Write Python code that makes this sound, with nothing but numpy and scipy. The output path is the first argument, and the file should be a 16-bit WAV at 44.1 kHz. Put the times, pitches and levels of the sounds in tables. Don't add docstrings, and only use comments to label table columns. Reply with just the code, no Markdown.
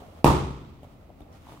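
import sys
import numpy as np
from scipy import signal
from scipy.fft import rfft, irfft
from scipy.io import wavfile
from scipy.ndimage import uniform_filter1d

SR = 44100
rng = np.random.default_rng(int(sys.argv[2]) if len(sys.argv) > 2 else 0)


def pcm_store(signal):
    levels = np.round(np.clip(np.atleast_2d(signal), -1, 1) * 32767)
    wavfile.write(sys.argv[1], SR, levels.astype(np.int16).T)


N = 70560
T = np.arange(N) / SR

# freq_hz, correlation
MIC_LIKENESS = [(40, 1), (125, 0.85), (250, 0.91), (500, 0.66), (1000, 0.13), (2000, 0.09), (5000, 0),
                (16000, 0.13)]
# freq_hz, left_minus_right_db
MIC_BALANCE = [(60, 1.5), (250, 0.9), (1000, -.6), (2200, -2.5), (4000, -3), (8000, -2.2), (16000, 1.5)]
# freq_hz, relative_db
ROOM_SPECTRUM = [(20, -16), (45, -2.5), (85, -4.5), (140, -3.5), (200, -6.5), (280, -4.5), (440, -17),
                 (620, -14), (1000, -23), (1350, -23), (1600, -32), (2100, -27.5), (3500, -35),
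                 (6000, -41.5), (10000, -45.5), (15500, -39.5)]
DRONE_SPECTRUM = [(20, -25), (60, -12.5), (86, 0), (110, -11), (250, -45), (16000, -92)]
# centre_s, width_s, cloth_db, sole_rub_db
BODY_SHIFTS = [(0.009, 0.042, -58.5, -49), (0.112, .04, -61, -58), (0.193, 0.026, -60.5, -54.5),
               (0.843, .014, -62, -60), (0.918, 0.03, -66, -60.5), (1.031, 0.024, -70, -60.5),
               (1.104, 0.012, -89, -57.5), (1.212, 0.024, -67, -57.5), (1.307, 0.034, -80, -55),
               (1.353, 0.022, -59, -69), (1.434, 0.038, -62.5, -75), (1.513, 0.035, -55.5, -56.5),
               (1.59, 0.032, -61, -74)]
# freq_hz, relative_db
CLOTH_SPECTRUM = [(100, -18), (500, 1.5), (1100, 8), (1700, -1), (3200, -1.5), (5500, -8.5), (11000, -13.5),
                  (16000, -16.5)]
RUB_SPECTRUM = [(150, -15), (420, -5.5), (660, -0.5), (850, -8), (1300, -14.5), (1700, -29), (16000, -57)]
# start_s, thud_db, pat_db, pat_hz, tick_db
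FOOTFALLS = [(.006, -51, -42, 726, -52), (.021, -53, -40, 550, -68), (.085, -60, -41, 520, -73),
             (.832, -55, -40, 640, -53), (.844, -71, -46.5, 850, -58.5), (.849, -63, -40, 613, -72),
             (1.094, -54.5, -48.5, 560, -76), (1.1025, -63.5, -40, 676, -72),
             (1.206, -43.5, -44, 636, -53.5), (1.217, -48.5, -52, 674, -70), (1.4695, -60, -41, 922, -64),
             (1.4875, -45, -41, 883, -55), (1.4945, -59, -43.5, 1050, -58.5), (1.502, -56, -46.5, 590, -63),
             (1.528, -72, -41.5, 424, -52), (1.543, -46, -62, 602, -73), (1.5745, -56, -44.5, 1137, -68)]
# freq_hz, relative_db
THUD_SPECTRUM = [(20, -32), (50, 2.5), (110, -15), (260, 1), (500, -15.5), (1500, -42), (16000, -85)]
TICK_SPECTRUM = [(300, -41), (1500, -9), (3000, 1.5), (5000, -17), (11000, -9), (16000, -15.5)]
# centre_s, pitch_hz, level_db
SOLE_SQUEAKS = [(1.22, 3620, -62), (1.33, 5800, -61.5), (1.342, 5100, -65)]
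# freq_hz, relative_db
HALL_SPECTRUM = [(25, -18), (65, -2.5), (105, -4.5), (135, 1), (200, -3), (400, -1.5), (520, -7.5),
                 (720, -9.5), (900, -0.5), (1300, -8.5), (1600, -23.5), (2100, -23), (3600, -25),
                 (4600, -30), (8000, -32), (12500, -35.5), (16000, -39)]
# freq_hz, t60_s
HALL_DECAY = [(60, 1), (140, 0.73), (400, 0.53), (900, 0.41), (2000, 0.62), (4000, 0.63), (8000, 0.47),
              (14000, 0.28)]
# pitch_hz, level_db, t60_s
HALL_MODES = [(72, -25, .7), (136, -16, .65)]
# delay_s, level_db, lowpass_hz, right_lag_s
ROOF_SLAP = (.0142, -5.5, 4500, .00002)
EARLY_ECHOES = [(.0062, -16.5, 9000, .00005), (0.0227, -12, 3500, .0001), (0.0285, -18, 3000, -.0001),
                (0.0383, -20, 3000, -0.011)]
# freq_hz, relative_db
LEATHER_SPECTRUM = [(300, 3.5), (1000, 10.5), (2500, 6), (3800, 2), (5500, -2), (9000, -7.5), (12500, 1),
                    (16000, -18)]
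# pitch_hz, level_db, t60_s
MITT_MODES = [(136, -14.5, 0.066), (241, -6.5, 0.017), (904, -2, .012), (1830, -30, 0.0091)]

PUNCH_S, TAP_S, TAP_DB = .2442, 1.5205, -37
SLAP_S, POP_AFTER_S, POP_WIDTH_S, CREASE_HZ = .00016, .001285, .00037, 9700
HALL_DB, HALL_BUILD_S, HALL_HOLD_S = -15.5, .013, .036
LATE_DB, LATE_T60_RATIO = -13.5, 2.11


def amp(db):
    return 10 ** (np.asarray(db) / 20)


def curve_at(points, hz):
    freqs, values = np.transpose(points)
    return np.interp(np.log(hz + 1), np.log(freqs + 1), values)


def delayed(x, delay_s):
    return np.interp(T - delay_s, T, x, left=0)


def decay(start_s, fall_s):
    return (T >= start_s) * np.exp(-np.maximum(T - start_s, 0) / fall_s)


def bell(centre_s, width_s):
    return np.exp(-((T - centre_s) / width_s) ** 2 / 2)


def noise(spectrum, grain_db=0):
    hz = np.fft.rfftfreq(N, 1 / SR)
    white = rng.standard_normal((2, N))
    grain = amp(grain_db * np.repeat(rng.standard_normal(N // 32 + 1), 32)[:N])
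    mid, side = rfft(white * grain)
    likeness = np.clip(curve_at(MIC_LIKENESS, hz), -1, 1)
    mid, side = mid * np.sqrt(1 + likeness), side * np.sqrt(1 - likeness)
    lean = amp(curve_at(MIC_BALANCE, hz) / 2)
    pair = np.array([(mid + side) * lean, (mid - side) / lean])
    coloured = irfft(pair * amp(curve_at(spectrum, hz)), N)
    return coloured / np.sqrt(np.mean(coloured ** 2) + 1e-20)


def room_tone():
    return amp(-52.5) * noise(ROOM_SPECTRUM) + amp(-55.5) * noise(DRONE_SPECTRUM)


def in_hall(x, wet_db=-6.5, t60_s=.5):
    tail = noise([(20, 1.5), (5000, -11), (16000, -2.5)]) * amp(-60 * T / t60_s)
    tail /= np.linalg.norm(tail[0])
    return x + amp(wet_db) * signal.fftconvolve(x, tail, axes=1)[:, :N]


def rustle():
    cloth = sum(amp(db) * bell(s, width) for s, width, db, _ in BODY_SHIFTS)
    rub = sum(amp(db) * bell(s, width) for s, width, _, db in BODY_SHIFTS)
    return cloth * noise(CLOTH_SPECTRUM, grain_db=2) + rub * noise(RUB_SPECTRUM, grain_db=2)


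def squeaks(edge_ratio=1.13 ** 3):
    out = np.zeros((2, N))
    for centre_s, hz, db in SOLE_SQUEAKS:
        band = [(hz / edge_ratio, -45), (hz, 0), (hz * edge_ratio, -45)]
        out += amp(db) * noise(band) * bell(centre_s, width_s=.0021)
    return out


def feet():
    thud, pat, tick = np.zeros((3, N))
    for start_s, thud_db, pat_db, pat_hz, tick_db in FOOTFALLS:
        thud += amp(thud_db) * decay(start_s, fall_s=.013)
        hollow = np.sin(2 * np.pi * pat_hz * (start_s - T))
        pat += amp(pat_db) * bell(start_s + .00092, width_s=.001) * hollow
        tick += amp(tick_db) * (decay(start_s, fall_s=.0024) - decay(start_s, fall_s=.00035))
    soft_thud = uniform_filter1d(thud, size=130)
    return soft_thud * noise(THUD_SPECTRUM) + pat + tick * noise(TICK_SPECTRUM)


def reflections(x):
    out = np.zeros((2, N))
    for delay_s, db, lowpass_hz, right_lag_s in [ROOF_SLAP, *EARLY_ECHOES]:
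        pole = np.exp(-2 * np.pi * lowpass_hz / SR)
        left, right = amp(db) * signal.lfilter([1 - pole], [1, -pole], x)
        out += [delayed(left, delay_s), delayed(right, delay_s + right_lag_s)]
    return out


def hall_ring(boom_rise_s=.014):
    hz, t, bands = signal.stft(noise(HALL_SPECTRUM, grain_db=2), SR, nperseg=512, noverlap=384)
    fall_db = -60 * np.maximum(t - HALL_HOLD_S, 0) / curve_at(HALL_DECAY, hz)[:, None]
    bands *= np.hypot(amp(fall_db), amp(LATE_DB + fall_db / LATE_T60_RATIO))
    tail = signal.istft(bands, SR, nperseg=512, noverlap=384)[1][:, :N]
    build = 1 - np.exp(-(T / HALL_BUILD_S) ** 2)
    boom = sum(amp(db - 60 * T / t60) * np.sin(2 * np.pi * (mode_hz * T + rng.random()))
               for mode_hz, db, t60 in HALL_MODES)
    return amp(HALL_DB) * tail * build + boom * (1 - np.exp(-T / boom_rise_s))


def smack(pad_rise_s=.00023):
    slap_time, pop_time = T / SLAP_S, (T - POP_AFTER_S) / POP_WIDTH_S
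    slap = -amp(-9.5) * slap_time ** 2 * np.exp(2 * (1 - slap_time))
    pop = amp(-3.5) * pop_time * np.exp((1 - pop_time ** 2) / 2)
    modes = sum(amp(db - 60 * T / t60) * np.sin(2 * np.pi * hz * T) for hz, db, t60 in MITT_MODES)
    pad = delayed(modes * (1 - np.exp(-T / pad_rise_s)), POP_AFTER_S)
    crack, crush = amp(-15.5) * decay(0, fall_s=.001), amp(-28) * decay(0, fall_s=.014)
    leather = noise(LEATHER_SPECTRUM) * (crack + crush)
    crease_band = [(CREASE_HZ / 2, -18), (CREASE_HZ, 0), (CREASE_HZ * 2, -18)]
    crease = amp(-26) * bell(centre_s=.0077, width_s=.0011) * noise(crease_band)
    return slap + pop + pad + leather + crease


def glove_tap():
    direct = smack()
    return amp(TAP_DB) * np.array([delayed(side, TAP_S) for side in direct + reflections(direct)])


def punch(shove_hz=63.5, shove_s=.0042):
    direct = smack()
    swell = T / shove_s * np.exp(1 - T / shove_s)
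    shove = -amp(-18) * swell * np.sin(2 * np.pi * shove_hz * T)
    at_mics = direct + shove + reflections(direct) + hall_ring()
    return np.array([delayed(side, PUNCH_S) for side in at_mics])


def scene():
    small_sounds = in_hall(feet() + squeaks() + rustle() + glove_tap())
    return small_sounds + punch() + room_tone()


def record(dry, ceiling=1.08, lowpass_hz=15900):
    rounded = dry / (1 + (dry / ceiling) ** 6) ** (1 / 6)
    lowpass = signal.firwin(511, lowpass_hz, window=("kaiser", 9), fs=SR)
    return signal.oaconvolve(rounded, lowpass[None], "same")


dry = scene()
out = record(dry)
pcm_store(out)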